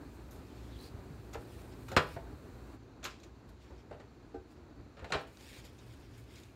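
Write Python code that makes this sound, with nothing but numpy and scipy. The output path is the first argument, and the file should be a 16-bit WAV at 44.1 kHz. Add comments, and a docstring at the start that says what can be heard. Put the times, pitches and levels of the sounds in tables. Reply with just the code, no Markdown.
"""An appliance hums under room noise and hiss in a small tiled kitchen, and leaves begin to rustle.
Leafy stems are handled and snapped over a worktop: each snap is a burst of tearing fibres with a knock
through the worktop. A stem squeaks through the fingers, soft bumps thud and a plastic tub is knocked.
The whole background drops abruptly part way through; the hum grows again near the end."""
import sys
import numpy as np
from scipy import signal
from scipy.fft import rfft, irfft, next_fast_len
from scipy.io import wavfile

SR = 44100
rng = np.random.default_rng(int(sys.argv[2]) if len(sys.argv) > 2 else 0)


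def unload_audio(sound):
    """Save the sound as a 16-bit wav file, at the path given as the first command line argument."""
    columns = np.transpose(np.atleast_2d(sound))
    # keep every value between -1 and 1, then stretch to whole-number steps
    steps = np.round(np.clip(columns, -1, 1) * 32767)
    wavfile.write(sys.argv[1], SR, steps.astype(np.int16))


N = 288855


def from_db(db):
    """Decibels to gain."""
    return 10 ** (np.asarray(db) / 20)


def rms_one(x):
    """Scale to rms 1."""
    return x / np.sqrt(np.mean(x ** 2) + 1e-20)


def ramp(start_s, takes_s):
    """0 before the start, rising straight to 1."""
    return np.clip((np.arange(N) / SR - start_s) / takes_s, 0, 1)


def drift(rate_hz):
    """A slow random wander of rms 1."""
    step, settle = 40, 2000
    pole = np.exp(-2 * np.pi * rate_hz * step / SR)
    noise = rng.standard_normal(N // step + settle + 2)
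    slow = signal.lfilter([1], [1, -2 * pole, pole * pole], noise)[settle:]
    return np.interp(np.arange(N) / step, np.arange(len(slow)), rms_one(slow))


def coloured(x, spectrum):
    """Shape a signal with an EQ curve; rms 1."""
    hz, level_db = np.transpose(spectrum)
    size = next_fast_len(N)
    grid_hz = np.maximum(np.arange(size // 2 + 1) * SR / size, 1)
    gain = from_db(np.interp(np.log(grid_hz), np.log(hz), level_db, left=-90, right=-90))
    return rms_one(irfft(rfft(x, size) * gain, size)[:N])


def resonance(x, hz, width_hz):
    """Two-pole peak of gain 1."""
    r = np.exp(-np.pi * width_hz / SR)
    feedback = [1, -2 * r * np.cos(2 * np.pi * hz / SR), r * r]
    return signal.lfilter([(1 - r * r) / 2, 0, (r * r - 1) / 2], feedback, x)


def band(x, low_hz, high_hz):
    """Butterworth band-pass; rms 1."""
    return rms_one(signal.sosfilt(signal.butter(2, [low_hz, high_hz], "band", fs=SR, output="sos"), x))


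def grains(count, per_s, spread_db):
    """Clicks at random moments with a long-tailed spread of sizes."""
    sizes = from_db(spread_db * np.minimum(rng.exponential(1, count), 5)) * rng.choice([-1, 1], count)
    return sizes * (rng.random(count) < per_s / SR) + 1e-9


# The appliance's wavering hum and the thin whines in its whirr: pitch_hz, width_hz, relative_db
HUM_TONES = [(60.57, 5, -4.5), (115.5, 9.5, -6), (83.5, 8, -11.5)]
WHINE_TONES = [(3870, 60, -16), (4100, 90, -13), (4420, 55, -11), (4830, 55, -13), (7290, 120, -15)]
# EQ curves of the room noise, the whirr and the hiss: frequency_hz, relative_db
ROOM_EQ = [(18, -44), (30, -17), (54, 1.5), (117, -4), (172, -9.5), (271, -4.5), (343, -7), (374, -7),
           (528, -15.5), (1550, -23.5), (2970, -42.5), (4470, -38), (5200, -65), (6760, -80), (11400, -120)]
WHIRR_EQ = [(1500, -7), (2500, 0.5), (2800, -3.5), (3300, -7), (4300, -4), (4900, -14.5), (5250, -10),
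            (6400, -8), (7200, -12), (7800, -30), (9500, -19), (12000, -32)]
HISS_EQ = [(4410, -46), (7500, -3.5), (7840, -6), (10500, -7.5), (13600, -8.5), (15200, -10), (16000, -9)]
def background():
    """A bed of appliance hum and whirr, room noise and hiss; all four drop together."""
    drop = ramp(start_s=2.75, takes_s=0.027)
    hum_db = -53.5 - 7 * drop + 4.5 * ramp(start_s=5.43, takes_s=0.16)
    room_db = -51 - 5.5 * drop
    whirr_db = -71 - 4 * drop
    hiss_db = -75.5 - 12 * drop
    tone_noise, room_noise, whirr_noise, hiss_noise = rng.standard_normal((4, N))
    hum = sum(from_db(db) * rms_one(resonance(resonance(tone_noise, hz, width), hz, width))
              for hz, width, db in HUM_TONES)
    whines = sum(from_db(db) * rms_one(resonance(tone_noise, hz, width))
                 for hz, width, db in WHINE_TONES)
    room = from_db(room_db + 1.2 * drift(8)) * coloured(room_noise, ROOM_EQ)
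    whirr = from_db(whirr_db + 0.37 * drift(6.4)) * (coloured(whirr_noise, WHIRR_EQ) + whines)
    hiss = from_db(hiss_db) * coloured(hiss_noise, HISS_EQ)
    return from_db(hum_db) * rms_one(hum) + room + whirr + hiss


def kitchen_reverb(x, t60_s=0.33, wall_cut_hz=4200):
    """Reflections off the tiles: ten feedback delays, duller on every round."""
    size = next_fast_len(N + SR)
    hz = np.arange(size // 2 + 1) * SR / size
    wall_lowpass = 1 / (1 + 1j * hz / wall_cut_hz)
    tail = 0
    for k, lag_s in enumerate(rng.uniform(.006, .03, 10)):
        delay = np.exp(-2j * np.pi * hz * lag_s)
        loop = from_db(-60 * lag_s / t60_s) * wall_lowpass ** (lag_s / 0.051) * delay
        tail = tail + (-1) ** k * loop / (1 - loop)
    return irfft(rfft(x, size) * tail, size)[:N]


# Soft low thuds through the worktop: start_s, level_db, pitch_hz
WORKTOP_BUMPS = [(0.938, -33.5, 91.5), (0.977, -39, 99.5), (1.037, -45, 87.5), (1.1, -38, 145),
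                 (1.19, -34, 99.6), (1.37, -34, 59.2), (1.928, -37, 87.5), (1.965, -18.5, 85),
                 (2.158, -33, 111), (2.327, -40, 82), (4.378, -44.5, 63.6), (5.019, -35, 78.1),
                 (5.148, -32, 72), (5.978, -39, 61.9)]
def worktop_bumps(attack_s=0.0062, t60_s=0.083):
    """A soft push sets one low mode of the worktop going."""
    out, t = np.zeros(N + SR), np.arange(SR // 2) / SR
    for start_s, level_db, hz in WORKTOP_BUMPS:
        envelope = from_db(level_db - 60 * t / t60_s) * np.minimum(t / attack_s, 1)
        out[round(start_s * SR):][:len(t)] += envelope * np.sin(2 * np.pi * hz * t)
    return out[:N]


# The ring of a hollow plastic tub: pitch_hz, relative_db, t60_s
TUB_MODES = [(280, -2, 0.17), (368, -5.5, 0.21), (457, 12, 0.043), (676, -6, 0.078), (786, 1.5, 0.083),
             (1204, -20, 0.11), (1375, -20, .12), (1540, -21, 0.26)]
# Knocks on the tub: start_s, level_db, contact_s
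TUB_HITS = [(4.342, -41, 0.0081), (4.358, -49, 0.0092)]
def tub_knocks():
    """A soft contact sets every mode of the tub ringing."""
    out, t = np.zeros(N + SR), np.arange(SR // 2) / SR
    for start_s, level_db, contact_s in TUB_HITS:
        attack = np.minimum(t / contact_s, 1)
        for hz, mode_db, t60_s in TUB_MODES:
            fade = from_db(level_db + mode_db + rng.normal(0, 1) - 60 * t / t60_s)
            tone = np.sin(2 * np.pi * (hz * t + rng.random()))
            out[round(start_s * SR):][:len(t)] += attack * fade * tone
    return out[:N]


# Grips on a slipping stem: start_s, end_s, first_pitch_hz, last_pitch_hz, level_db
STEM_GRIPS = [(.715, 0.772, 3900, 3200, -64.5), (.79, 0.85, 4080, 4230, -61.5),
              (0.84, 0.884, 4710, 4420, -61.5)]
def stem_squeak(edge_s=0.011, flutter_hz=140):
    """A stem slides through the fingers: a rough whistle that glides in a grip and jumps to the next."""
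    t, out = np.arange(N) / SR, 0
    pole = np.exp(-2 * np.pi * flutter_hz / SR)
    flutter = rms_one(signal.lfilter([1], [1, -pole], rng.standard_normal((2, N))))
    for start_s, end_s, first_hz, last_hz, level_db in STEM_GRIPS:
        phase = 2 * np.pi * np.cumsum(np.interp(t, [start_s, end_s], [first_hz, last_hz])) / SR
        grip = ramp(start_s - edge_s, edge_s) - ramp(end_s, edge_s)
        whistle = flutter[0] * np.sin(phase) + flutter[1] * np.cos(phase)
        out = out + from_db(level_db) * grip * whistle
    return out


# Strokes of leaf on leaf: peak_s, rise_s, hold_s, fall_s, level_db, bright_offset_db
LEAF_STROKES = [(.156, .06, .0, .04, -77, 1), (.33, .02, .02, .08, -71, 0), (.6, 0.5, 0.11, 0.14, -69, -12),
                (0.833, 0.1, 0.031, .05, -67.5, 0.5), (1.42, .01, .0, .015, -70, 1),
                (1.543, 0.45, 0.065, 0.22, -68.5, -3), (1.722, .015, 0.015, .015, -65.5, -21),
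                (1.808, .1, 0.34, 0.06, -73, 0.5), (1.977, .05, 0.059, .05, -71, 3),
                (2.08, .03, 0.078, 0.055, -65.5, -7.5), (3.1, 0.017, 0.02, .1, -60.5, -19),
                (3.238, 0.026, .0, 0.04, -61.5, -13), (3.492, 0.033, .0, 0.06, -71.5, -9),
                (3.618, 0.028, .0, .14, -67.5, -14), (3.798, .1, .0, 0.042, -69.5, -19),
                (4.512, 0.045, 0.008, .05, -71, -10), (4.564, 0.017, 0.035, 0.022, -78, -22),
                (5.155, .08, 1.8, .1, -77.5, -5), (5.11, 0.062, 0.071, .02, -64, -17),
                (5.214, .008, .0, .02, -70, 2), (5.275, .01, .0, .08, -67.5, -6),
                (5.47, 0.17, 0.12, 0.069, -58, -8), (5.646, .015, .0, 0.097, -58.5, -11),
                (5.786, 0.021, .0, .08, -65, -13), (5.928, 0.13, .0, 0.067, -65.5, -11),
                (6.048, 0.12, 0.0089, 0.049, -69, -12), (6.123, .06, .04, .04, -68.5, -11),
                (6.18, .012, .0, 0.043, -66, -2), (6.356, 0.17, 0.03, 0.12, -62.5, -10.5)]
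def stroke_envelopes(edge_db=17.5):
    """Gains of the rustle and its bright layer; a stroke is edge_db down one rise or fall time away."""
    t, power = np.arange(0, N + 64, 64) / SR, 0
    for peak_s, rise_s, hold_s, fall_s, level_db, bright_db in LEAF_STROKES:
        before = np.maximum(peak_s - t, 0) / rise_s
        after = np.maximum(t - peak_s - hold_s, 0) / fall_s
        stroke_db = level_db - edge_db * np.minimum(before + after, 8)
        power = power + from_db([stroke_db, stroke_db + bright_db]) ** 2
    return [np.interp(np.arange(N) / SR, t, np.sqrt(layer)) for layer in power]


# EQ curves of the rustle's body and its bright layer: frequency_hz, relative_db
LEAF_BODY_EQ = [(600, -10), (1000, -24), (1800, -5), (2600, -3.5), (3600, -7), (5000, -8.5), (7000, -12),
                (9500, -32), (13000, -46)]
LEAF_BRIGHT_EQ = [(6000, -22.5), (8500, 3.5), (10500, 2), (13500, -3), (16000, -3.5)]
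def leaf_rustle():
    """Dense tiny slips of leaf on leaf; small resonant patches of leaf come and go."""
    body_gain, bright_gain = stroke_envelopes()
    slips = grains(N, per_s=7200, spread_db=2.0)
    patches = sum(from_db(1.2 * drift(22)) * (-1) ** k * resonance(slips, hz, .25 * hz)
                  for k, hz in enumerate(np.geomspace(1000, 8000, num=12)))
    body = coloured(patches, LEAF_BODY_EQ)
    bright = coloured(grains(N, per_s=11000, spread_db=3.5), LEAF_BRIGHT_EQ)
    crackles = .6 * band(grains(N, per_s=300, spread_db=3.5), 3000, 14000)
    clumps = from_db(1.3 * drift(25))
    shimmer = from_db(drift(4.9))
    return clumps * (body_gain * body + bright_gain * shimmer * (bright + crackles))


# The worktop's ring under a snap: pitch_hz, relative_db, ring_s
WORKTOP_MODES = [(398, -1, 0.29), (710, -2, 0.14), (900, 35, 0.16), (922, -47, 0.29), (1083, -31, 0.14),
                 (1230, -17, 0.14), (1380, -10, 0.28), (1663, -21, 0.78), (1820, 35, 0.064),
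                 (1850, 0, 0.64), (2541, -20, 0.11), (2480, -23, 0.022)]
# Bands of a snap, and each layer's send to them:
# low_hz, high_hz, delay_s, decay_ratio, knock_db, crack_db, rip_db, fizz_db
SNAP_BANDS = [(105, 208, .004, 0.97, -8, -10.5, -32, -40), (267, 830, 0.0024, 1.6, 0.5, -22, -40, -42),
              (984, 1475, 0.0021, 1.37, -16.5, 1.5, -29, -40),
              (2100, 3120, .00072, 1.28, -46, -0.5, -5.5, -37),
              (3030, 4040, 0.0014, 0.79, -42.5, -7, 0.5, -27),
              (5600, 7180, 0.0013, 0.74, -50, -51, -1.5, -1),
              (10300, 13800, 0.0017, 0.79, -60, -50, -30, 2)]
# Snaps, knocks and clicks: start_s, rise_s, base_t60_s, knock_db, crack_db, rip_db, fizz_db, body_hz
STEM_SNAPS = [(.306, .004, .24, -80, -80, -74, -65, 300), (1.325, 0.012, .08, -55, -56, -55.5, -64, 812),
              (1.343, 0.0017, 0.047, -44.5, -47.5, -60, -72, 812),
              (1.352, 0.0011, 0.056, -38, -68, -60, -80, 457),
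              (1.443, 0.0065, 0.081, -52.5, -70, -78, -81, 341),
              (1.882, 0.0007, 0.15, -60, -53, -58, -64, 340),
              (1.913, 0.0038, 0.11, -39.5, -50.5, -53, -61, 537),
              (1.9633, 0.0015, 0.048, -21, -22, -32, -46, 484),
              (1.971, .0013, 0.045, -26, -22.5, -33.5, -60, 697),
              (1.982, .0009, .1, -34.5, -44, -54, -73, 396),
              (2.161, 0.00057, 0.069, -37, -66, -78, -80, 676),
              (3.028, 0.00092, 0.19, -54, -54.5, -56, -80, 672),
              (3.0395, 0.00048, .15, -47, -59, -45, -54, 786),
              (3.047, 0.007, 0.11, -48, -44, -45.5, -70, 247),
              (3.196, 0.0036, 0.086, -70, -78, -65, -81, 298),
              (3.23, 0.0046, .085, -66, -70, -61, -82, 246), (3.486, 0.0066, 0.07, -60, -79, -76, -76, 269),
              (3.697, 0.0053, 0.24, -56, -83, -77, -89, 357),
              (3.908, 0.0014, 0.072, -42, -65, -73, -92, 484),
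              (3.925, 0.0023, 0.1, -51.5, -62.5, -78, -92, 691),
              (3.995, 0.0043, 0.095, -52, -60, -70, -90, 404),
              (4.342, .0018, 0.09, -52.5, -66, -73, -92, 285),
              (4.967, 0.0012, 0.25, -56, -60.5, -80, -94, 557.5),
              (4.991, 0.0014, 0.11, -67, -57, -68, -86, 590),
              (5.020, 0.0015, 0.11, -47.5, -77, -85, -84, 512),
              (5.043, 0.00055, 0.087, -46.5, -50.5, -62, -74, 680),
              (5.100, .003, 0.23, -44.5, -57, -69, -78, 930),
              (5.121, 0.00017, 0.052, -36, -29.5, -38.5, -70, 535),
              (5.132, .0019, 0.13, -34, -36, -59, -80, 790),
              (5.149, 0.0017, 0.041, -31.5, -42, -57, -85, 630),
              (5.19, .0037, 0.23, -59, -57, -65, -80, 414), (5.369, 0.0017, 0.023, -65, -65, -57, -80, 276),
              (5.406, .001, 0.04, -54, -64, -59, -73, 342), (5.647, .0011, 0.12, -58.5, -71, -62, -66, 496),
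              (5.785, .0012, 0.065, -66, -72, -61, -85, 325),
              (6.354, 0.0019, 0.073, -74, -77, -58.5, -75, 297),
              (6.431, .003, .065, -70, -76, -61, -76, 300)]
def stem_snaps():
    """Fibres part in a shower of clicks: dull knock, crack, bright rip and fizz; treble dies first."""
    out, t = np.zeros(N + SR), np.arange(SR // 2) / SR
    for start_s, rise_s, base_t60_s, *layers_db, body_hz in STEM_SNAPS:
        fibres = rms_one(grains(len(t), per_s=7000, spread_db=1.0))
        touch_db = rng.normal(0, 2, len(WORKTOP_MODES))   # each touch favours other modes
        worktop = sum(from_db(db + offset_db) * rms_one(resonance(fibres, hz, 3.0 / ring_s))
                      for (hz, db, ring_s), offset_db in zip(WORKTOP_MODES, touch_db))
        struck_body = np.sin(2 * np.pi * body_hz * t)
        shower = fibres + 0.058 * rms_one(worktop) + 0.2 * struck_body
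        for low_hz, high_hz, delay_s, decay_ratio, *sends_db in SNAP_BANDS:
            part = band(shower, low_hz, high_hz)
            loudest = part[round((delay_s + rise_s) * SR):][:SR // 60]   # just after the attack
            gain = np.linalg.norm(from_db(np.add(layers_db, sends_db))) / np.std(loudest)
            attack = np.sin(np.pi / 2 * np.clip((t - delay_s) / max(rise_s, .0002), 0, 1)) ** 2
            fade = from_db(-60 * np.maximum(t - delay_s - rise_s, 0) / (base_t60_s * decay_ratio))
            out[round(start_s * SR):][:len(t)] += gain * attack * fade * part
    return out[:N]


def scene():
    """Hands at work with a touch of kitchen reverb, over dry bumps and the background; mono."""
    hands = stem_snaps() + leaf_rustle() + stem_squeak() + tub_knocks()
    reverb = from_db(-18.5) * kitchen_reverb(hands)
    return (hands + reverb + worktop_bumps() + background())[None]


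def record(dry, low_cut_hz=38, high_cut_hz=16100):
    """The microphone loses the deep bass and dips in the treble; the top is cut."""
    thinned = signal.sosfilt(signal.butter(3, low_cut_hz, "high", fs=SR, output="sos"), dry)
    dipped = thinned - 0.47 * resonance(thinned, hz=10370, width_hz=1350)
    return signal.sosfilt(signal.cheby2(20, 60, high_cut_hz, fs=SR, output="sos"), dipped)


dry = scene()
out = record(dry)
unload_audio(out)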